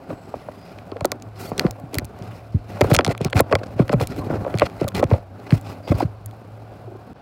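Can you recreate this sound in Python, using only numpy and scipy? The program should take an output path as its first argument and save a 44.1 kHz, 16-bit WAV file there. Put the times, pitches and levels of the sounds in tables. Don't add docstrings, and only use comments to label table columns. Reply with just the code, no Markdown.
import sys
import numpy as np
from scipy import signal
from scipy.fft import rfft, irfft
from scipy.io import wavfile
from scipy.ndimage import uniform_filter1d

SR = 44100
rng = np.random.default_rng(int(sys.argv[2]) if len(sys.argv) > 2 else 0)


def waveform_to_disk(signal):
    frames = np.transpose(np.atleast_2d(signal))
    scaled = np.clip(frames, -1, 1) * 32767
    samples = np.round(scaled).astype(np.int16)
    wavfile.write(sys.argv[1], SR, samples)


def ratio_of_db(decibels):
    return 10 ** (np.asarray(decibels, float) / 20)


N = 317961
CHANGE_S = 7.132

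# [f/Hz, density/dB per Hz]
ROOM_SPECTRUM = [(25, -44), (60, -15), (110, -14), (200, -24.5), (480, -26.5), (730, -20), (900, -30.5),
                 (1500, -34), (1900, -45.5), (2400, -42), (3300, -49), (4800, -50.5), (6500, -62),
                 (16000, -70)]
# [t/s, hum f/Hz, bass level/dB]
OPENING = [(0, 102, -13), (.8, 101, -7), (1.3, 107.3, -0.5), (2.3, 108.8, 1.5), (4.4, 102.7, 5),
           (5.2, 105.2, 0.5), (5.8, 105.2, 0), (6.299, 106.3, 1.5), (7.2, 109, -2)]
# [f/Hz, width/Hz, level/dB]
WALL_MODES = [(115, 24, 5), (190.2, 49, -2), (264, 118, 0), (377.2, 49, -4.5), (519.5, 45, -8),
              (570, 117, -2), (687, 96, -8), (1057, 107, -11.5), (1319, 130, -15.5)]
# [f/Hz, width/Hz, level/dB]
ROCKING_MODES = [(49.4, 53, 0)]
# [f/Hz, width/Hz, level/dB]
CARD_MODES = [(1328, 390, 4), (2022, 294, 6), (2382, 400, 4.5), (3380, 360, 2), (4243, 460, 3),
              (4850, 780, 0.5), (6100, 2500, -11)]
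# [f/Hz, width/Hz, level/dB]
AIR_MODES = [(7040, 5300, 2), (11100, 11730, 4.5), (11960, 13100, 2)]
# [t/s, pressure level/dB, slide level/dB]
RUBS = [(0, -42, -16.5), (.7, -44.5, -10), (.93, -44, -21), (1.1, -38.5, -36), (1.32, -46.5, -23),
        (1.78, -44.5, -17), (2.03, -39.5, -27.5), (2.6, -54.5, -3), (3.03, -32, -45), (3.33, -49, -52),
        (3.72, -41, -16.5), (4.42, -32.5, -22), (4.75, -36, -18), (5.001, -36, -26), (5.25, -51, -28),
        (5.45, -37, -16), (5.86, -46.5, -19.5), (6.4, -44.5, -20)]
# [peak t/s, half length/s, pressure level/dB, slide level/dB]
STROKES = [(0.116, 0.04, -38, -26), (1.44, 0.099, -39, -6), (1.627, 0.097, -27.5, -22.5),
           (2.3, 0.15, -44, -11.5), (2.712, 0.04, -36.5, -13), (2.777, 0.06, -33.5, -13),
           (2.877, 0.057, -29, -12.5), (3.505, 0.068, -40, -23), (3.94, 0.13, -47, -44),
           (4.12, 0.099, -55, 4), (4.33, 0.064, -30.5, -36), (5.135, 0.072, -31.5, -15),
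           (5.698, 0.075, -38.5, -7), (5.95, 0.13, -34, -14)]
# [start t/s, end t/s, card level/dB, air level/dB]
SCRAPES = [(1.385, 1.506, -63, -49.5), (1.924, 1.988, -50.5, -60), (2.835, 2.873, -43, -54.5),
           (2.896, 2.929, -29, -40), (2.934, 2.957, -25, -22.5), (3.088, 3.131, -34.5, -52.5),
           (3.2, 3.288, -43, -69), (3.341, 3.364, -53, -51), (3.353, 3.411, -27, -39),
           (3.51, 3.532, -37, -65), (3.584, 3.598, -41, -56), (3.631, 3.641, -29, -72.5),
           (3.658, 3.673, -44, -81), (3.776, 3.834, -45, -65), (3.913, 3.941, -37, -60),
           (3.997, 4.044, -34, -45), (4.159, 4.2, -52, -53), (4.606, 4.662, -42.5, -78),
           (4.652, 4.674, -32, -51), (4.797, 4.849, -41.5, -68), (4.943, 4.974, -29, -40),
           (4.964, 5.009, -33, -45), (4.337, 4.373, -52, -75), (4.24, 4.289, -55, -62),
           (4.098, 4.107, -47, -65), (5.462, 5.484, -41, -63), (5.506, 5.591, -45.5, -56),
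           (5.872, 5.908, -39.5, -54), (5.971, 6, -52, -53), (5.907, 5.929, -36, -47),
           (5.995, 6.014, -35.5, -41), (6.014, 6.036, -38, -52)]
# [start t/s, length/s, f/Hz, level/dB]
SINGING = [(.06, .32, 7800, -67), (.0, 0.16, 4900, -69), (.33, 0.24, 10100, -71), (.52, 0.24, 4900, -61),
           (1.39, 0.14, 4500, -51), (5.83, 0.083, 4780, -50), (5.87, .06, 2170, -42),
           (5.87, 0.053, 2570, -54), (5.93, .04, 4700, -55), (5.995, 0.023, 1460, -29),
           (5.995, .025, 4960, -45), (6.012, .035, 4440, -47), (6.015, .025, 1470, -38)]
# [t/s, level/dB, ring f/Hz]
GRIT = [(.103, -34, 2290), (.7858, -34, 3200), (1.2, -42, 4200), (3.01, -26, 2100), (3.15, -22, 1160),
        (3.283, -26, 1090), (3.498, -30, 1300), (3.634, -26, 1100), (4.1, -39, 2500), (4.105, -45, 3800),
        (4.132, -36, 2200), (4.164, -33, 2300), (4.18, -30, 2000), (4.226, -40, 1500), (4.246, -36, 2400),
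        (4.265, -38, 2300), (4.298, -29, 1500), (4.328, -36, 1450), (4.345, -32, 1550), (4.357, -48, 4100),
        (4.369, -30, 1500), (4.447, -31, 1300), (4.464, -31, 1500), (4.482, -32, 1300), (4.949, -19, 3200),
        (4.954, -24, 4400), (4.995, -20, 2200), (5.065, -41, 2000), (5.069, -41, 1800), (5.104, -31, 3800),
        (5.113, -24, 1990), (5.135, -21, 2050), (5.144, -34, 2100), (5.877, -26, 1810), (5.884, -29, 2600),
        (5.944, -38, 1400), (5.985, -37, 2200), (6.003, -27, 2150), (6.023, -28, 1460)]
# [peak t/s, peak level/dB, f/Hz]
THUMPS = [(.112, -22.5, 263), (.134, -31, 107), (.359, -30, 128), (.498, -34, 109), (1.481, -31, 135),
          (1.524, -19.5, 174), (1.621, -30, 183), (1.84, -22, 160), (1.977, -15, 112), (2.029, -22, 105),
          (2.049, -25, 116), (2.218, -23, 150), (2.553, -5, 119), (2.98, -12, 90.5), (3.075, -15.5, 143),
          (3.765, -21.5, 141), (4.102, -20, 128), (4.141, -26.5, 104), (4.27, -20, 164), (4.338, -19, 115),
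          (4.381, -23, 101), (4.422, -20, 96), (4.85, -15, 126), (4.965, -19, 115), (4.994, -18, 115),
          (5.053, -12, 126), (5.15, -17, 84), (5.7, -26.5, 109), (5.95, -13, 98), (6.054, -10.5, 126)]
# [peak t/s, peak level/dB, f/Hz, length/ms]
KNOCKS = [(.107, -19.5, 593, 7), (0.488, -19, 630, 4.1), (.923, -17, 411, 4.9), (.964, -24, 497, 10.4),
          (1.122, -14, 606, 2.46), (4.62, -5, 1184, 3.45), (1.618, -17, 380, 4.6), (1.989, -20, 288, 10.2),
          (3.106, -13, 550, 3.7), (3.333, -17, 570, 5.4), (3.517, -13, 543, 9.2), (3.533, -2.5, 533, 4.2),
          (4.27, -20, 391.4, 5.2), (4.332, -18.5, 584, 3), (4.358, -20.5, 425, 8.3),
          (4.467, -14.5, 573, 6.1), (4.876, -21, 570, 14), (5.015, -15, 360, 3.6), (5.031, -1, 579, 5.5),
          (5.141, -11.5, 568, 6.8), (5.92, -5, 318, 5.8), (6.007, -8.5, 800, 5), (6.029, -9, 340, 6.6),
          (6.882, -30.5, 382, 14), (6.92, -31.5, 390, 12), (6.955, -31, 395, 11.5)]
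# [peak t/s, peak level/dB, f/Hz]
TAPS = [(.342, -14, 634), (1.05, -4, 642), (1.519, -12, 513), (1.936, -22.5, 476), (1.947, -20, 402),
        (1.956, -17.5, 430), (2.02, -22, 443), (2.812, 1, 478), (2.907, -12, 615), (2.958, -15, 654),
        (2.994, -1, 570), (3.015, -21, 547), (3.067, -13.5, 850), (3.117, -27, 530), (3.616, -19, 457),
        (3.821, -13.5, 400), (3.932, -6.5, 630), (4.028, -15.5, 513), (4.451, -16, 570), (4.48, -16, 565),
        (4.848, -16, 570), (4.965, -22, 700), (4.999, -9.5, 480), (5.879, -18.5, 646)]
# [t/s, knock level/dB, knock f/Hz, thump level/dB, thump f/Hz]
BLOWS = [(1.012, -17.5, 670, -19, 112.7), (1.651, -7.5, 385, -4, 201), (2.816, -1.5, 650, -7, 116),
         (2.846, -7.5, 489, -16, 115), (2.916, -5.5, 527, -1, 142), (3.082, -10, 470, -8.5, 143.4),
         (3.21, -13.5, 470, -11.5, 158), (3.255, -15, 396, -9.5, 153), (3.35, -19, 316, -4, 115),
         (3.404, 2.5, 576, -14, 109), (3.529, -2, 570, -11, 103.6), (3.557, -7.5, 588, -19, 142),
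         (3.798, -2.5, 420, -2, 165), (3.899, -11, 570, -17, 184), (3.94, -6.5, 410, -4.5, 164),
         (4.012, -9, 572, -10, 122.7), (4.184, -18.5, 287, -17.5, 113.6), (4.304, -11.5, 440, -18.5, 181),
         (4.545, -12.5, 392, -10.5, 140), (4.621, 1, 554, -15.5, 109), (4.817, -8.5, 403, -13.5, 156),
         (5.116, -7.5, 490, -1.5, 106.5), (5.524, -23, 392, 1.5, 146.6), (5.897, -29, 400, -6, 115.4)]
# [t/s, level/dB]
BLUNT_CLAWS = [(0.7873, -30), (0.917, -26.5), (0.9678, -26.5), (5.5065, -15.5), (1.6658, -19),
               (2.9149, -8.5), (2.9891, 5), (3.0086, -9), (3.094, -26), (3.15, -28), (3.327, -21),
               (3.33, -8), (3.3677, -8), (3.399, -5.5), (3.5256, -3), (3.793, -22), (3.894, -13.5),
               (3.999, -20), (4.541, -17), (4.6096, -17.5), (4.619, -19), (4.6664, -17), (4.919, -29),
               (5.105, -27), (5.523, -17), (5.663, -33)]
# [t/s, level/dB]
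CLAW_PICKS = [(1.0084, -22), (1.0465, -12.5), (1.9952, -26), (2.2235, -32.5), (2.8095, -9.5),
              (2.8138, -3.5), (3.0473, -5.5), (3.053, -16.5), (3.0644, -12.5), (3.0777, -17),
              (3.1779, -22.5), (3.214, -20), (3.3, -31), (3.393, -7.5), (3.633, -41), (3.669, -35),
              (3.8802, -26), (4.014, -18), (4.575, -21), (4.5969, -10), (4.6987, -36), (4.812, -26),
              (4.843, -26), (5.027, -25), (5.0404, -17.5), (5.074, -40), (6.311, -37), (1.2885, -48),
              (3.971, -54)]
# [t/s, card level/dB, air level/dB, brightness/dB per octave]
CLAW_SNAPS = [(1.0548, -14.5, -5, 4.5), (1.118, -9.5, -5.5, 3), (1.223, -31, -24.5, 7),
              (1.5797, -18.5, -12, 6), (1.5951, 2, -11, 3), (1.7099, -33, -11.5, 7.5),
              (1.7996, -46, -33, 5), (1.9438, -14, -14, 3), (1.953, -22, -18, 3), (1.9848, -6.5, -4.5, 8.5),
              (2.046, -31, -27, 3), (2.052, -42, -21.5, 4), (2.9327, -14, -20, 3.5),
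              (2.9398, -27, -17, 1.5), (2.9472, 0.5, -1.5, 5.5), (2.952, -5.5, -5, 4),
              (2.9648, -5.5, -2.5, 3), (3.2476, -12, -7.5, 2), (3.3068, -49, -33, 3), (3.406, -21, -1.5, 3),
              (3.553, -4.5, -16.5, 0), (3.929, -42, -21, 3), (3.936, -22, -31, 3),
              (4.0722, -21.5, -13.5, 10), (4.553, -35, -31, 3), (4.5858, -14.5, -16.5, -7),
              (4.8806, -20, -14, 1), (4.8859, -17.5, -15, 1), (5.6123, -60.5, -31, 3),
              (6.2605, -41, -17, 1)]


def ring(x, modes):
    out = 0
    for k, (f_hz, width_hz, level_db) in enumerate(modes):
        b, a = signal.iirpeak(f_hz, f_hz / width_hz, fs=SR)
        out = out + (-1) ** k * ratio_of_db(level_db) * signal.lfilter(b, a, x)
    return out


def unit(x):
    return x / np.sqrt(np.mean(x ** 2))


def walk(rate_hz):
    hold = int(SR / rate_hz)
    steps = np.repeat(rng.standard_normal(N // hold + 1), hold)
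    return 1.7 * uniform_filter1d(uniform_filter1d(steps, hold), hold)[:N]


def add(track, t_s, sound):
    i = int(t_s * SR)
    track[i:i + len(sound)] += sound[:len(track) - i]


def room():
    f_hz = np.fft.rfftfreq(N, 1 / SR)
    table_hz, table_db = np.transpose(ROOM_SPECTRUM)
    colour_db = np.interp(np.log(f_hz + 1), np.log(table_hz), table_db)
    coloured = irfft(rfft(rng.standard_normal(N)) * ratio_of_db(colour_db), N)
    noise = ratio_of_db(-43.5) * unit(coloured) * ratio_of_db(1.3 * walk(6))
    t_s, *columns = np.transpose(OPENING)
    hum_hz, bass_db = (np.interp(np.arange(N) / SR, t_s, c) for c in columns)
    hum = np.sin(2 * np.pi * np.cumsum(hum_hz + 3.52 * walk(17)) / SR)
    hum = hum * ratio_of_db(3.5 * walk(28))
    bass = signal.sosfilt(signal.butter(2, 170, fs=SR, output="sos"), noise)
    return noise + (ratio_of_db(bass_db) - 1) * bass, ratio_of_db(-39.5 + bass_db) * unit(hum)


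def rubbing_layers(pressure_db, slide_db):
    fur_db = pressure_db - 16.5 + 0.66 * slide_db
    return ratio_of_db(np.array([pressure_db, pressure_db + slide_db, fur_db]))


def rubbing(t):
    t_s, pressure_db, slide_db = np.transpose(RUBS)
    lean_db = np.interp(t, t_s, pressure_db) - 99 * (t > CHANGE_S)
    out = rubbing_layers(lean_db, np.interp(t, t_s, slide_db))
    for peak_s, half_s, stroke_db, stroke_slide_db in STROKES:
        swell = np.exp(-2 * ((t - peak_s) / half_s) ** 2)
        out = out + rubbing_layers(stroke_db, stroke_slide_db)[:, None] * swell
    return out


def patchy(grains, modes, rate_hz, patchy_db):
    out = 0
    for mode in modes:
        weighted = ratio_of_db(patchy_db * walk(rate_hz)) * grains
        out = out + ring(ring(weighted, [mode]), [(mode[0], 0.92 * mode[1], 0)])
    return unit(out)


def friction():
    t = np.arange(N) / SR
    wall, card, air = rubbing(t)
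    air = air + ratio_of_db(-78) * (t < CHANGE_S)
    for start_s, end_s, card_db, air_db in SCRAPES:
        on = np.clip((t - start_s) / 0.0059, 0, 1) * np.clip((end_s + 0.0017 - t) / 0.014, 0, 1)
        wall = wall + on * ratio_of_db(card_db + 7.0)
        card = card + on * ratio_of_db(card_db)
        air = air + on * ratio_of_db(air_db)
    grains = rng.standard_normal((2, N)) * ratio_of_db(2.0 * rng.exponential(size=N)) * (rng.random(N) < .25)
    bumps = rng.standard_normal(N) * ratio_of_db(1.6 * rng.exponential(size=N)) * (rng.random(N) < .06)
    rubbed = [(hz, 1.71 * width, db + 0.24 * np.log2(hz / 500)) for hz, width, db in WALL_MODES[1:]]
    dragged = [(hz, 1.8 * width, db - 2.5 * np.log2(hz / 2500)) for hz, width, db in CARD_MODES]
    catch = ratio_of_db(1.7 * walk(120))
    out = wall * patchy(bumps, rubbed, 30, patchy_db=2.2)
    out += card * patchy(grains[0], dragged, 60, patchy_db=1.8)
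    out += air * patchy(grains[1], AIR_MODES, 24, patchy_db=-0.5)
    return catch * out


def singing_fur():
    out = np.zeros(N)
    t = np.arange(SR // 2) / SR
    q = 26
    for start_s, length_s, f_hz, level_db in SINGING:
        hiss = rng.standard_normal(len(t))
        tone = unit(ring(ring(hiss, [(f_hz, f_hz / q, 0)]), [(f_hz, 2 * f_hz / q, 0)]))
        swell = np.sin(np.pi * np.clip(t / length_s, 0, 1))
        add(out, start_s, ratio_of_db(level_db) * tone * swell)
    return out


def cracking_fibres():
    out = np.zeros(N)
    t = np.arange(int(0.017 * SR)) / SR
    q, fade_s = 2.8, 0.00074
    for t_s, level_db, f_hz in GRIT:
        push = np.exp(-t / fade_s) * (rng.standard_normal(len(t)) + 4.0 * (t == 0))
        crack = ring(push, [(f_hz, f_hz / q, 0), (1.8 * f_hz, 1.2 * f_hz, -10)])
        add(out, t_s, ratio_of_db(level_db) * crack / np.abs(crack).max())
    return out


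def thump_lag_s(f_hz):
    return 1.63 / f_hz * (110 / f_hz) ** 0.78


def strikes():
    knock_cycles, thump_cycles, cycles_per_db, tap_ms = 2.294, 1.958, 0.03, 3.0
    thumps = THUMPS + [(s + thump_lag_s(hz), db, hz) for s, _, _, db, hz in BLOWS]
    thumps = [(s, db, hz, 1000 * (thump_cycles + cycles_per_db * db) / hz) for s, db, hz in thumps]
    knocks = [(s, db, hz, 1000 * knock_cycles / hz) for s, db, hz, _, _ in BLOWS]
    taps = [(s, db, hz, tap_ms) for s, db, hz in TAPS]
    return thumps, knocks + taps + KNOCKS


def wave_packets(table, glide, settle, sharp, partner_db, ring_db, spread_s):
    direct, shake = np.zeros(N), np.zeros(N)
    t = np.arange(int(.1 * SR)) / SR
    for peak_s, level_db, f_hz, length_ms in table:
        phase, partner_phase, ratio = rng.random(3)
        rise_s = length_ms / 1000 * np.sqrt(sharp) / 2.456
        u = np.arange(1, int(6 * rise_s * SR)) / (rise_s * SR)
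        fall = glide / max(1, f_hz * length_ms / 1500)
        angle = 2 * np.pi * np.cumsum(f_hz * np.clip(u, .15, settle) ** -fall) / SR
        packet = np.sin(angle + 2 * np.pi * phase)
        partner = np.sin((1.327 + 0.898 * ratio) * angle + 2 * np.pi * partner_phase)
        packet += ratio_of_db(partner_db) * partner
        add(direct, peak_s - rise_s, ratio_of_db(level_db) * (u * np.exp(1 - u)) ** sharp * packet)
        add(shake, peak_s - rise_s / 2, ratio_of_db(level_db + ring_db) * np.exp(-t / spread_s))
    return direct, shake


def paws():
    thumps, knocks = strikes()
    thump, slow = wave_packets(thumps, glide=0.44, settle=5.1, sharp=2.05,
                               partner_db=-16.5, ring_db=-18, spread_s=0.02)
    knock, quick = wave_packets(knocks, glide=0.56, settle=1.59, sharp=1.8,
                                partner_db=-11.5, ring_db=-7.5, spread_s=0.0032)
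    out = thump + knock
    stiff = [(hz, width, db + 3.9 * np.log2(hz / 500)) for hz, width, db in WALL_MODES[2:]]
    driven = [(slow, WALL_MODES[:3], 0), (slow, ROCKING_MODES, -3),
              (quick, stiff, 0), (quick ** 1.41, CARD_MODES[:3], -9)]
    for shake, modes, level_db in driven:
        scatter = rng.standard_normal(N)
        steady, shaken = ring(ring(np.array([scatter, shake * scatter]), modes), modes)
        out += ratio_of_db(level_db) * shaken / np.std(steady)
    return out


def claws():
    out = np.zeros(N)
    t = np.arange(int(.02 * SR)) / SR
    fade = np.exp(-t / 0.0004) + ratio_of_db(-7) * np.exp(-t / 0.0017)
    blunt = [(s, db, db - 28, 0) for s, db in BLUNT_CLAWS]
    picks = [(s, db, db - 4.5, 4) for s, db in CLAW_PICKS]
    for t_s, card_db, air_db, bright_db in blunt + picks + CLAW_SNAPS:
        push = fade * (rng.standard_normal(len(t)) + 4.7 * (t == 0))
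        slope_db = np.clip(0.26 * (air_db - card_db + 7.0), -6, 5)
        spot_db = 1.5 * rng.standard_normal(len(CARD_MODES + AIR_MODES))
        modes = [(hz, width, db + d + slope_db * np.log2(hz / 3000))
                 for (hz, width, db), d in zip(CARD_MODES + AIR_MODES, spot_db)]
        card_modes, air_modes = modes[:len(CARD_MODES)], modes[len(CARD_MODES):]
        air_modes = [(hz, width, db + bright_db * np.log2(hz / 9000)) for hz, width, db in air_modes]
        card = ring(ring(push, card_modes), [(2500 * ratio_of_db(slope_db), 4000, 0)])
        air = ring(push, air_modes)
        add(out, t_s, ratio_of_db(card_db) * card / np.abs(card).max() + ratio_of_db(air_db) * air / np.abs(air).max())
    return out


def scene():
    noise, hum = room()
    t = np.arange(N) / SR
    fade_in = np.clip((t - CHANGE_S) / 0.032, 0, 1)
    air = np.where(t < CHANGE_S, noise + hum, fade_in * (1.33 * noise + 0.31 * hum))
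    return (air + friction() + singing_fur() + cracking_fibres() + paws() + claws())[None]


def low_pass(x):
    return signal.sosfilt(signal.butter(12, 17140, fs=SR, output="sos"), x)


def record(dry):
    x = signal.sosfilt(signal.butter(2, 35, "high", fs=SR, output="sos"), dry)
    x = signal.sosfilt(signal.ellip(6, .5, 24, 15800, fs=SR, output="sos"), x)
    return low_pass(np.tanh(1.004 * x) / 1.116)


dry = scene()
out = record(dry)
waveform_to_disk(out)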